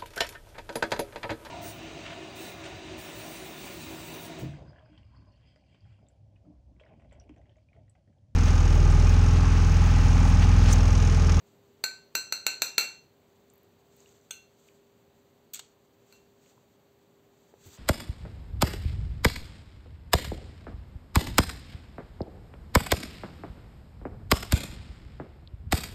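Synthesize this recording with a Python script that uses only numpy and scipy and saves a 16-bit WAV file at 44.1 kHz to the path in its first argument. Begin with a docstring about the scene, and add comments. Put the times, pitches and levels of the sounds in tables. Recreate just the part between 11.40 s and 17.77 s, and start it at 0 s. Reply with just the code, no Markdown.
"""Over room hiss and an appliance hum, a steel spoon taps the rim of a cut-glass bowl of salad six times.
Each tap is a sharp push that cracks through broad resonances and sets decaying glass modes ringing.
Salad and fingers tick as noise bursts; the spoon is laid in, and its handle drops, rattles and slips.
The bowl is turned in the hands: friction noise rustles throughout in faint swells, the last the strongest,
and a low thud comes near the end. A small hard kitchen adds a diffuse tail to the taps and bursts."""
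import sys
import numpy as np
from scipy import signal
from scipy.fft import rfft, irfft, next_fast_len
from scipy.io import wavfile
from scipy.ndimage import map_coordinates

SR = 44100
rng = np.random.default_rng(int(sys.argv[2]) if len(sys.argv) > 2 else 0)


def output_pcm(signal):
    """Save a mono or channel-first signal as 16-bit PCM at the path in sys.argv[1].

    Samples are clipped to [-1, 1] before scaling.
    """
    pcm = np.clip(np.atleast_2d(signal).T, -1, 1) * 32767
    wavfile.write(sys.argv[1], SR, np.round(pcm).astype(np.int16))


def voltage_ratio(level):
    """Linear amplitude factor for a level in decibels (scalar or array-like)."""
    return 10 ** (np.asarray(level, float) / 20)


N = 281127  # length in samples

# room hiss: (f/Hz, relative density/dB)
HISS = [(15, -34), (30, -32), (55, -17.5), (100, -9), (230, -12), (450, -13.5), (900, -20), (1400, -26.5),
        (2500, -29), (4500, -30.5), (6200, -37), (8000, -37), (13000, -36.5)]
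# steady appliance tones: (f/Hz, rms level/dB before the microphone)
HUM = [(237, -78), (400.5, -68), (560, -80)]
# colour of the friction noise: (f/Hz, relative density/dB)
CLOTH = [(470, -32.5), (900, -7.5), (2000, -10), (4500, -5.5), (6200, -5.5), (7500, -1.5), (10000, -17.5),
         (13000, -13.5), (16000, -20)]
# sleeves and salad shifting: (t/s at full strength, hold/s, level/dB)
MOVES = [(0.095, .01, -78), (2.552, 0.2, -69), (3.246, 0.0095, -66.5), (4.728, .01, -69.5),
         (5.072, .01, -68), (6.034, 0.011, -75), (6.269, .15, -57)]
# dry ticks of salad and fingers: (t/s, dry peak level/dB, centre f/Hz)
TICKS = [(2.1, -47.5, 7500), (2.137, -50.5, 13300), (2.156, -53, 12800), (2.179, -50, 13000),
         (2.232, -51, 13400), (2.566, -50, 13500), (2.603, -48.5, 7140), (2.659, -48.5, 3000),
         (2.691, -51, 6760), (2.725, -54, 7000), (2.753, -61, 7050), (2.812, -55.5, 6950),
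         (3.286, -48.5, 2600), (5.06, -56.5, 2700), (5.177, -52.5, 1040), (6.139, -42.5, 456)]
# bandwidth of a tick by its pitch: (centre f/Hz, width/Hz)
TICK_WIDTHS = [(450, 310), (1000, 330), (2700, 800), (7000, 1900), (13000, 4400)]
# rattle of the dropped spoon handle: (centre f/Hz, width/Hz, dry peak level/dB, t60/s)
HANDLE = [(2730, 380, -38.5, 0.11), (3450, 260, -31.5, 0.015), (6400, 350, -29, .017),
          (8420, 460, -33, 0.022)]
# handle slips on the rim, scuffs on and stops:
# (t/s, level/dB, rise time constant/s, t60/s up to 4 kHz, brightness/dB per octave)
SLIPS = [(4.1336, -28.5, 0.0038, 0.13, 3.5), (4.153, -34.5, .002, 0.17, -0.5),
         (4.192, -29.5, 0.0022, 0.023, -4.5)]
# bands of each slip: (centre f/Hz, width/Hz, relative level/dB)
SLIP_BANDS = [(794, 740, -27), (1475, 520, -22), (3800, 4100, -3), (7400, 2800, 1.5), (13300, 4000, -8.5)]
# spoon on glass: (t/s, relative level/dB, ring balance/dB, place along the rim 0-1, lift near 4 kHz/dB)
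TAPS = [(0.4397, -13, -2.5, 0.3, 3.5), (0.7523, -10, -1, 0.49, -1), (0.924, -14, -2, 0.36, 1),
        (1.066, -8.5, -4, 0.68, -2), (1.22, -7.5, -4, 0.86, -1.4), (1.381, -4.5, -4.5, 1, 0.03),
        (2.908, -28.5, 1.5, 0.66, -4.5), (4.7248, -45.5, 2.5, 0.75, -3)]
# bowl and spoon modes: (f/Hz, relative level/dB struck at place 0, same at place 1, t60/s)
GLASS = [(619, -31, -31, .25), (900, -34, -34, .2), (1420, -26, -20, .1), (1530, -7, -19, .27),
         (2230, -28, -25, .2), (2384, -22, -25, .2), (2600, -21, -17, .25), (2726, -10, -10, .29),
         (3932, -23, -19, .15), (4114, -11, -12, .22), (4170, -12, -9, .23), (4224, -1, -14, .3),
         (4270, -8, -17, .2), (4324, -10, -16, .2), (4700, -28, -19, .2), (5771, -27, -27, .22),
         (5945, -13, -15, .26), (6030, -22, -20, .22), (6163, -24, -17, .25), (6640, -31, -32, .18),
         (7551, -24, -21, .3), (7918, -16, -16, .25), (8452, -27, -25, .2), (11690, -36, -20, .28),
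         (12400, -30, -26, .12), (12550, -30, -16, .21), (13040, -36, -30, .2), (13450, -33, -27, .2),
         (13880, -32, -24, .18), (15140, -25, -18, .19)]
# quickly damped resonances of the contact: (f/Hz, width/Hz, relative level/dB)
CRACK = [(427.5, 390, -10.5), (926, 150, -7), (1380, 130, -2), (2360, 330, -3), (2700, 250, -2.5),
         (4200, 230, 4), (6067, 200, -2.5), (6600, 1600, -12.5), (7216, 130, -0.5), (7780, 230, -8.5),
         (11900, 1600, -18.5), (14160, 1500, -22.5), (15150, 280, -17)]
# decay of the kitchen by band: (f/Hz, t60/s)
KITCHEN = [(300, 0.44), (1200, 0.35), (2200, 0.34), (6000, 0.37), (14000, 0.089)]
# response of the microphone port, with dips in the treble: (f/Hz, gain/dB)
MIC = [(40, -2.5), (150, -0.04), (4750, -1.4), (4900, -8.5), (5700, -6), (5900, -0.5), (8450, -1.36),
       (8700, -16), (10000, -10), (11200, -20.5), (11700, -1.5), (15600, 0.4), (16100, -28.5)]

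SWELL_DB_PER_S, FADE_DB_PER_S, RESTING_DB = 194, 115.5, -79  # friction noise
THUD_S, THUD_DB, THUD_RISE_S, THUD_T60_S = 6.256, -44.5, 0.0046, 0.21
GRAIN_DB, GRAINS_PER_S = 3, 450  # unevenness inside a burst
TICK_RISE_S, TICK_T60_S = 0.0005, 0.0093
HANDLE_S = 2.9085
SLIP_DAMPING = 0.64  # above 4 kHz, t60 falls by this power of frequency
SPREAD_RAD = 1.5  # scatter of the modes' starting phases
VALLEY_DB, TREBLE_DB = -5.5, 1.5  # tap tone: dip at 3-3.45 kHz, lift towards 10.5 kHz and up
SATURATES_DB, KNEE, LOPSIDED = -9.5, 3.0, 0.04  # rounding of the loudest peaks, a little unevenly


def unit(x):
    """Scales a signal to rms 1."""
    return x / np.sqrt(np.mean(x ** 2) + 1e-20)


def along(points, hz):
    """Reads a curve of (f/Hz, value) points on a log frequency axis."""
    f, value = np.transpose(points)
    return np.interp(np.log(hz + 1), np.log(f + 1), value)


def wobble(rate):
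    """Draws a smooth random curve through rate knots a second."""
    knots = rng.standard_normal(int(N * rate / SR) + 4)
    return map_coordinates(knots, [np.arange(N) * rate / SR])


def filtered(x, response):
    """Multiplies the spectrum of x by a complex response of frequency."""
    m = next_fast_len(len(x) + SR // 4)
    return irfft(rfft(x, m) * response(np.fft.rfftfreq(m, 1 / SR)), m)[:len(x)]


def resonance(f, centre, width):
    """Response of a damped resonator: a causal peak of gain 1."""
    return 1j * f * width / (centre ** 2 - f ** 2 + 1j * f * width)


def noise(spectrum):
    """Shapes white noise to a spectrum, at rms 1."""
    return unit(filtered(rng.standard_normal(N), lambda hz: voltage_ratio(along(spectrum, hz))))


def kitchen(x, wet_db):
    """Adds a fresh diffuse tail of noise that builds over a few ms and dies at its own pace in each band."""
    hz, t, z = signal.stft(rng.standard_normal(len(x)), SR, nperseg=256)
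    decay = voltage_ratio(-60 * t / along(KITCHEN, hz)[:, None])
    tail = signal.istft(z * decay, SR, nperseg=256)[1][:len(x)]
    tail = tail * (1 - np.exp(-np.arange(len(x)) / SR / 0.0014))
    tail = tail / np.linalg.norm(tail)
    return x + voltage_ratio(wet_db) * signal.fftconvolve(x, tail)[:len(x)]


def burst(hz, width, db, rise, t60):
    """A short grainy noise burst in one steep band, with no ring, heard in the kitchen."""
    t = np.arange(SR // 2) / SR
    onset = 1 - np.exp(-t / abs(rise))
    grain_and_decay = voltage_ratio(GRAIN_DB * wobble(GRAINS_PER_S)[:len(t)] - 60 * t / abs(t60))
    x = onset * grain_and_decay * rng.standard_normal(len(t))
    x = filtered(x, lambda f: resonance(f, hz, width) ** 2)
    return voltage_ratio(db) * kitchen(x / np.abs(x).max(), wet_db=-13)


def sequence(bursts):
    """Lays out bursts in time, each given as its start in seconds and then its shape."""
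    out = np.zeros(N + SR)
    for s, *shape in bursts:
        out[round(s * SR):][:SR // 2] += burst(*shape)
    return out[:N]


def room_hiss():
    """Coloured noise whose level wanders slightly."""
    return voltage_ratio(-64 + 0.39 * wobble(2.8)) * noise(HISS)


def appliance_hum():
    """Sine tones whose levels and phases wander slowly."""
    t = np.arange(N) / SR
    out = np.zeros(N)
    for hz, db in HUM:
        level = voltage_ratio(db + 1.7 * wobble(4.2)) * np.sqrt(2)
        out += level * np.sin(2 * np.pi * hz * t + 1.2 * wobble(2))
    return out


def rustle():
    """Grainy friction noise of cloth and salad that swells, holds and fades with each move."""
    t = np.arange(N) / SR
    grain = unit(voltage_ratio(2.2 * wobble(53)) * noise(CLOTH))
    level = voltage_ratio(RESTING_DB)
    for s, hold, db in MOVES:
        swell = SWELL_DB_PER_S * np.maximum(s - t, 0)
        fade = FADE_DB_PER_S * np.maximum(t - s - hold, 0)
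        level = level + voltage_ratio(db - swell - fade)
    return level * grain


def thud():
    """One low noise burst with a fast rise and an exponential decay."""
    since = np.maximum(np.arange(N) / SR - THUD_S, 0)
    envelope = (1 - np.exp(-since / THUD_RISE_S)) * voltage_ratio(THUD_DB - 60 * since / THUD_T60_S)
    return envelope * noise([(25, -31), (80, -4.0), (200, -16.0), (400, -18.0), (900, -36.5)])


def salad_ticks():
    """Dry contacts of salad and fingers, each one very short band of noise."""
    return sequence([(s, hz, along(TICK_WIDTHS, hz), db, TICK_RISE_S, TICK_T60_S) for s, db, hz in TICKS])


def handle_drop():
    """The spoon handle drops on the rim and rattles in a few bands at once."""
    return sequence([(HANDLE_S, hz, width, db, TICK_RISE_S, t60) for hz, width, db, t60 in HANDLE])


def handle_slips():
    """The handle scuffs along the rim in broad noise bands, the higher ones above 4 kHz dying sooner."""
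    bursts = []
    for s, db, rise, t60, tilt in SLIPS:
        for hz, width, band_db in SLIP_BANDS:
            level_db = db + band_db + tilt * np.log2(hz / 4e3)
            band_t60 = t60 * min(1, 4e3 / hz) ** SLIP_DAMPING
            bursts.append((s, hz, width, level_db, rise, band_t60))
    return sequence(bursts)


def glass_ring(t, place):
    """Decaying modes of bowl and spoon, balanced by the place struck, with drifting phase and level scatter."""
    hz, near, far, t60 = np.transpose(GLASS)[:, :, None]
    strength = near + (far - near) * np.clip(place, 0, 1) + 1.2 * rng.standard_normal(hz.shape)
    # a random walk of phase, wider for higher modes, makes each tone less pure
    drift = np.sqrt(hz / 2e7) * np.cumsum(rng.standard_normal((len(hz), len(t))), axis=1)
    phase = 2 * np.pi * hz * t + drift + SPREAD_RAD * rng.standard_normal(hz.shape)
    modes = voltage_ratio(strength - 60 * t / t60) * np.sin(phase)
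    return modes.sum(axis=0) * (1 - np.exp(-t / 0.00025))


def contact_crack(t):
    """A push and the grit of rough steel on cut glass, through damped resonances and a table echo."""
    def colour(f):
        # neighbouring resonances have opposite signs
        return sum((-1) ** k * voltage_ratio(db) * resonance(f, c, w) for k, (c, w, db) in enumerate(CRACK))

    def table(f):
        return 1 + 0.092 * np.exp(-2j * np.pi * f * 0.00049)  # one echo 0.49 ms later

    grit = voltage_ratio(-17 - 60 * t / 0.02) * np.diff(rng.standard_normal(len(t) + 1))
    return filtered((t == 0) + grit, lambda f: colour(f) * table(f))


def taps():
    """Spoon on glass: each contact sums crack and ring, shapes their tone and sounds in the kitchen."""
    out, t = np.zeros(N + SR), np.arange(SR // 2) / SR
    lead = 200  # samples of room ahead of the contact for the zero-phase tone filter
    for s, db, ring_db, place, mid_db in TAPS:
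        tap = voltage_ratio(ring_db - 9.5) * glass_ring(t, place) + voltage_ratio(26.0) * contact_crack(t)
        tap = np.pad(tap, (lead, 0))[:len(t)]
        tone = [(2850, 0), (3000, VALLEY_DB), (3450, VALLEY_DB), (3800, mid_db), (4600, mid_db),
                (5200, 0), (8800, 0), (10500, TREBLE_DB)]
        # the last factor cuts the bass below 200 Hz
        tap = filtered(tap, lambda f: voltage_ratio(along(tone, f)) * f ** 4 / (f ** 4 + 200.0 ** 4))
        out[round(s * SR) - lead:][:len(t)] += voltage_ratio(db - 1.5) * kitchen(tap, wet_db=-9.5)
    return out[:N]


def scene():
    """Sums all sources at one microphone."""
    background = room_hiss() + appliance_hum()
    handling = rustle() + thud() + salad_ticks()
    spoon = handle_drop() + handle_slips() + taps()
    return (background + handling + spoon)[None]


def top_cut(x):
    """Nothing passes above the cut-off."""
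    return signal.sosfilt(signal.butter(12, 16810, fs=SR, output="sos"), x)


def record(dry):
    """The microphone port colours the sound, the capsule saturates softly and the extreme treble is cut."""
    heard = filtered(dry[0], lambda hz: voltage_ratio(along(MIC, hz)))
    heard = heard / (1 + np.abs(heard / voltage_ratio(SATURATES_DB)) ** KNEE) ** (1 / KNEE)
    heard = heard + LOPSIDED * heard ** 2  # the two polarities differ slightly
    mix = filtered(heard, lambda hz: voltage_ratio(along([(15700, 0), (16700, -30)], hz)))[None]
    return top_cut(mix)


dry = scene()
out = record(dry)
output_pcm(out)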